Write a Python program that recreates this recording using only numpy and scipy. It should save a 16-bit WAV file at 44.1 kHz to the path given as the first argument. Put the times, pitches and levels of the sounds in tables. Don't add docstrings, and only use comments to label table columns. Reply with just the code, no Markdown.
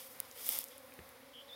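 import sys
import numpy as np
from scipy import signal
from scipy.fft import rfft, irfft
from scipy.io import wavfile
from scipy.ndimage import uniform_filter1d

SR = 44100
rng = np.random.default_rng(int(sys.argv[2]) if len(sys.argv) > 2 else 0)


def unload_audio(sound):
    columns = np.transpose(np.atleast_2d(sound))
    steps = np.round(np.clip(columns, -1, 1) * 32767)
    wavfile.write(sys.argv[1], SR, steps.astype(np.int16))


N = 68355
T = np.arange(N) / SR


def undb(db):
    return 10 ** (np.asarray(db) / 20)


def unit(x):
    return x / np.sqrt(np.mean(x ** 2) + 1e-20)


def colour(x, spectrum):
    hz, db = np.array(spectrum, float).T
    f = np.maximum(np.fft.rfftfreq(N, 1 / SR), 1)
    return unit(irfft(rfft(x) * undb(np.interp(np.log(f), np.log(hz), db)), N))


def wander(turns_per_s):
    hold = int(SR / turns_per_s)
    steps = rng.standard_normal(256)
    index = (np.arange(N) + int(rng.random() * hold)) // hold
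    return unit(uniform_filter1d(uniform_filter1d(steps[index % 256], hold), hold))


def ring(start_s, modes):
    t = np.maximum(T - start_s, 0)
    return sum(undb(db) * np.exp(-t / decay) * np.sin(2 * np.pi * hz * t) for hz, db, decay in modes)


# f/Hz, relative level/dB
AIR_SPECTRUM = [(20, 2), (40, -6), (60, -1.5), (85, -1), (160, -5.5), (350, -5.5), (700, -2), (1150, -2),
                (1600, -3.5), (2200, -2), (2800, -9.5), (3800, -8), (5000, -12), (6200, -15), (7700, -18),
                (11000, -10), (16000, -13.5)]
AIR_DB = -60


def air():
    return colour(rng.standard_normal(N), AIR_SPECTRUM) * undb(AIR_DB + 1.1 * wander(7.85))


# multiple, relative level/dB
WING_HARMONICS = [(1, -6), (2, 1.5), (3, -8.5), (4, -9.5), (5, -13), (6, -36), (8, -18), (9, -28)]
# t/s, first gain/dB, second gain/dB
HUM_SWELLS = [(0, -3.5, 1), (.12, -0.5, 0), (.27, -5, -3.5), (.36, -8.5, 1), (.48, 5.5, 1.5), (.62, 0, 1),
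              (.85, 1.5, 2), (.95, 6.5, 0.5), (1.1, -4.5, -2), (1.23, 5, 0), (1.35, 3, -0.5),
              (1.55, -4, 1.5)]
WING_HZ, WING_SPREAD, WING_WANDER = 264.7, .035, .055
BEE_SWELL_DB, SWARM_BLEND_S, SWARM_DB = 2.5, 0.15, -61


def bees(count=12, harmonics=9):
    partials = np.zeros((harmonics, N))
    for offset in np.linspace(-1, 1, count):
        hz = WING_HZ * (1 + WING_SPREAD * offset + WING_WANDER * wander(20) + .015 * wander(70))
        phase = 2 * np.pi * (np.cumsum(hz) / SR + rng.random())
        nearness = undb(BEE_SWELL_DB * wander(8))
        for k in range(harmonics):
            partials[k] += nearness * np.sin((k + 1) * phase)
    multiples, db = np.array(WING_HARMONICS, float).T
    times, *swells = np.array(HUM_SWELLS).T
    hum = np.zeros(N)
    for k, partial in enumerate(partials):
        even = partial / np.sqrt(uniform_filter1d(partial ** 2, int(SWARM_BLEND_S * SR)))
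        swell_db = np.interp(T, times, swells[k]) if k < len(swells) else 0
        hum += even * undb(np.interp(k + 1, multiples, db) + swell_db)
    return unit(hum) * undb(SWARM_DB)


def friction(spectrum, slips_per_s=2500, spread_db=4, slip_share=0.47):
    slips = (rng.random(N) < slips_per_s / SR) * rng.choice([-1, 1], N)
    sizes = undb(spread_db * np.minimum(rng.exponential(size=N), 5))
    smooth = np.sqrt(1 - slip_share ** 2) * rng.standard_normal(N)
    return colour(slip_share * unit(slips * sizes) + smooth, spectrum)


# f/Hz, relative level/dB
LEAF_HISS = [(300, -21), (2500, -39), (5000, -4.5), (7500, -6.5), (9500, -1), (12000, 2.5), (15500, -0.5),
             (16500, -40)]
LEAF_BODY = [(150, -20), (600, -9.5), (1100, -2), (1600, -9), (2100, 0), (2650, -4.5), (3400, 3.5),
             (4200, -7.5), (5050, 0.5), (6200, -10.5), (12000, -14.5)]
# t/s, hiss level/dB, body level/dB
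SWISH_LEVELS = [(0, -52.5, -56.5), (.08, -56, -66), (.17, -61, -70.5), (.25, -64, -66.5),
                (.345, -59.5, -64), (0.371, -54, -57.5), (.395, -48.5, -51), (.42, -48.5, -55),
                (.48, -40.5, -50.5), (.56, -41, -48), (.605, -46, -54), (.63, -53, -56), (.675, -59, -70.5),
                (.73, -62.5, -58), (.82, -67, -74), (1.1, -70, -76), (1.4, -92, -67.5), (1.55, -83, -65)]


def rustle():
    times, hiss_db, body_db = np.array(SWISH_LEVELS).T
    catching = undb(1.23 * wander(130))
    hiss = friction(LEAF_HISS) * undb(np.interp(T, times, hiss_db))
    body = friction(LEAF_BODY) * undb(np.interp(T, times, body_db))
    return catching * (hiss + body)


# t/s, then level/dB at each of the five SNAP_BANDS
LEAF_SNAPS = [(.2021, -29.5, -28.5, -28.5, -14.5, -18), (0.313, -41, -42.5, -30.5, -48, -39),
              (0.4687, -47, -34, -37, -32, -34), (.4906, -36.5, -16, -42, -14, -7.5),
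              (0.496, -53, -50, -32, -21, -26), (0.534, -58, -39, -33, -21, -32),
              (0.553, -52, -39, -35, -38, -37), (0.5627, -43, -34, -34, -28, -31),
              (.5884, -59, -25.5, -31, -16.5, -12.5), (0.608, -64, -31, -42, -29, -33),
              (0.6149, -62, -42, -37, -36, -34), (.6411, -51, -42, -29.5, -27.5, -26),
              (0.6854, -68, -54, -37, -37, -46), (0.7807, -58, -69, -47, -28.5, -53),
              (0.939, -65.5, -46, -50, -39.5, -41), (1.091, -56, -56, -49, -40, -39)]
SNAP_BANDS = [1000, 3300, 6500, 10500, 14500]
SNAP_RISE_S, SNAP_DECAY_S, SNAP_DAMP_S = 0.000145, 0.00034, 0.008
SNAP_TAIL_S, SNAP_TAIL_DB = 0.0017, -14.5
SNAP_BASS_DB = -8


def snaps(size=1024, passes=4):
    t = np.arange(size) / SR
    hz = np.fft.rfftfreq(size, 1 / SR)
    after = np.maximum(t - SNAP_RISE_S, 0)
    decay = np.exp(-after / SNAP_DECAY_S) + undb(SNAP_TAIL_DB) * np.exp(-after / SNAP_TAIL_S)
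    envelope = np.minimum(t / SNAP_RISE_S, 1) * decay
    strength = np.sqrt(np.sum(envelope ** 2))
    bass_db = np.interp(hz, [0, SNAP_BANDS[0]], [SNAP_BASS_DB, 0])
    causal = 1 + np.sign(size / 2 - np.arange(size))
    causal[0] = 1
    out = np.zeros(N + size)
    for start_s, *levels in LEAF_SNAPS:
        crack = rng.standard_normal(size) * np.sqrt(envelope)
        for _ in range(passes):
            flat = np.exp(1j * np.angle(rfft(crack * envelope ** (1 / passes))))
            crack = irfft(flat)
        tone = undb(np.interp(hz, SNAP_BANDS, levels) + bass_db)
        cepstrum = irfft(np.log(tone)) * causal
        snap = irfft(flat * np.exp(rfft(cepstrum)))
        start = int(start_s * SR)
        out[start:start + size] += strength * snap * np.exp(-t / SNAP_DAMP_S)
    return out[:N]


# f/Hz, level/dB, decay/s
TWIG_MODES = [(2450, -46, .0015)]


def twig_tap(start_s=.9222):
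    return ring(start_s, TWIG_MODES)


# f/Hz, level/dB, decay/s
HOUSING_MODES = [(2630, -47, 0.0012), (1820, -41.5, 0.0011), (394, -37.5, 0.0017), (170, -53, 0.0059),
                 (79, -55.5, .03)]
RUB_DB, RUB_DECAY_S = -53, 0.021


def handling_knock(start_s=.991):
    t = np.maximum(T - start_s, 0)
    rub = colour(rng.standard_normal(N), [(30, -27), (70, 6), (400, -1), (1500, -10), (5000, -35)])
    settling = (t > 0) * np.exp(-t / RUB_DECAY_S)
    return ring(start_s, HOUSING_MODES) + rub * settling * undb(RUB_DB)


TRILL_HZ, BIRD_JITTER, BIRD_SHIMMER_DB = 160.3, .016, 1.6


def bird_note(curve, swing_hz=0, pulse_depth=0):
    times, hz, db = np.array(curve).T
    trill_phase = 2 * np.pi * np.cumsum(TRILL_HZ * (1 + 0.0703 * wander(90))) / SR
    pitch = np.interp(T, times, hz) * (1 + BIRD_JITTER * wander(500)) + swing_hz * np.sin(trill_phase)
    level = undb(np.interp(T, times, db, left=-140, right=-140) + BIRD_SHIMMER_DB * wander(300))
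    pulse = 1 - pulse_depth * np.sin(trill_phase + np.pi / 4)
    return np.sqrt(2) * level * pulse * np.sin(2 * np.pi * np.cumsum(pitch) / SR)


# t/s, f/Hz, level/dB
BUZZY_NOTE = [(1.329, 3000, -75), (1.338, 3170, -58), (1.345, 3050, -56.5), (1.353, 3250, -56),
              (1.368, 3100, -56), (1.400, 3130, -55), (1.412, 3200, -55), (1.425, 3330, -64),
              (1.436, 3300, -80)]
WHISTLED_NOTE = [(1.474, 2900, -75), (1.482, 3450, -59), (1.487, 4150, -64), (1.494, 3560, -53),
                 (1.501, 3520, -57), (1.508, 3610, -54), (1.519, 3420, -57), (1.53, 3570, -49),
                 (1.541, 3640, -54), (1.55, 3760, -53)]
ECHO_DB, ECHO_DECAY_S = -10, 0.054


def bird():
    song = bird_note(BUZZY_NOTE, swing_hz=190.35, pulse_depth=0.2835) + bird_note(WHISTLED_NOTE)
    scatter = rng.standard_normal(N) * np.exp(-T / ECHO_DECAY_S)
    echo = signal.fftconvolve(song, unit(scatter) / np.sqrt(N))[:N]
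    return song + undb(ECHO_DB) * echo


def scene():
    return (air() + bees() + rustle() + snaps() + twig_tap() + handling_knock() + bird())[None]


def record(dry, low_cut_hz=60, top_hz=16000):
    thin = signal.sosfilt(signal.butter(4, low_cut_hz, "high", fs=SR, output="sos"), dry)
    return signal.sosfilt(signal.ellip(8, .2, 70, top_hz, fs=SR, output="sos"), thin)


dry = scene()
out = record(dry)
unload_audio(out)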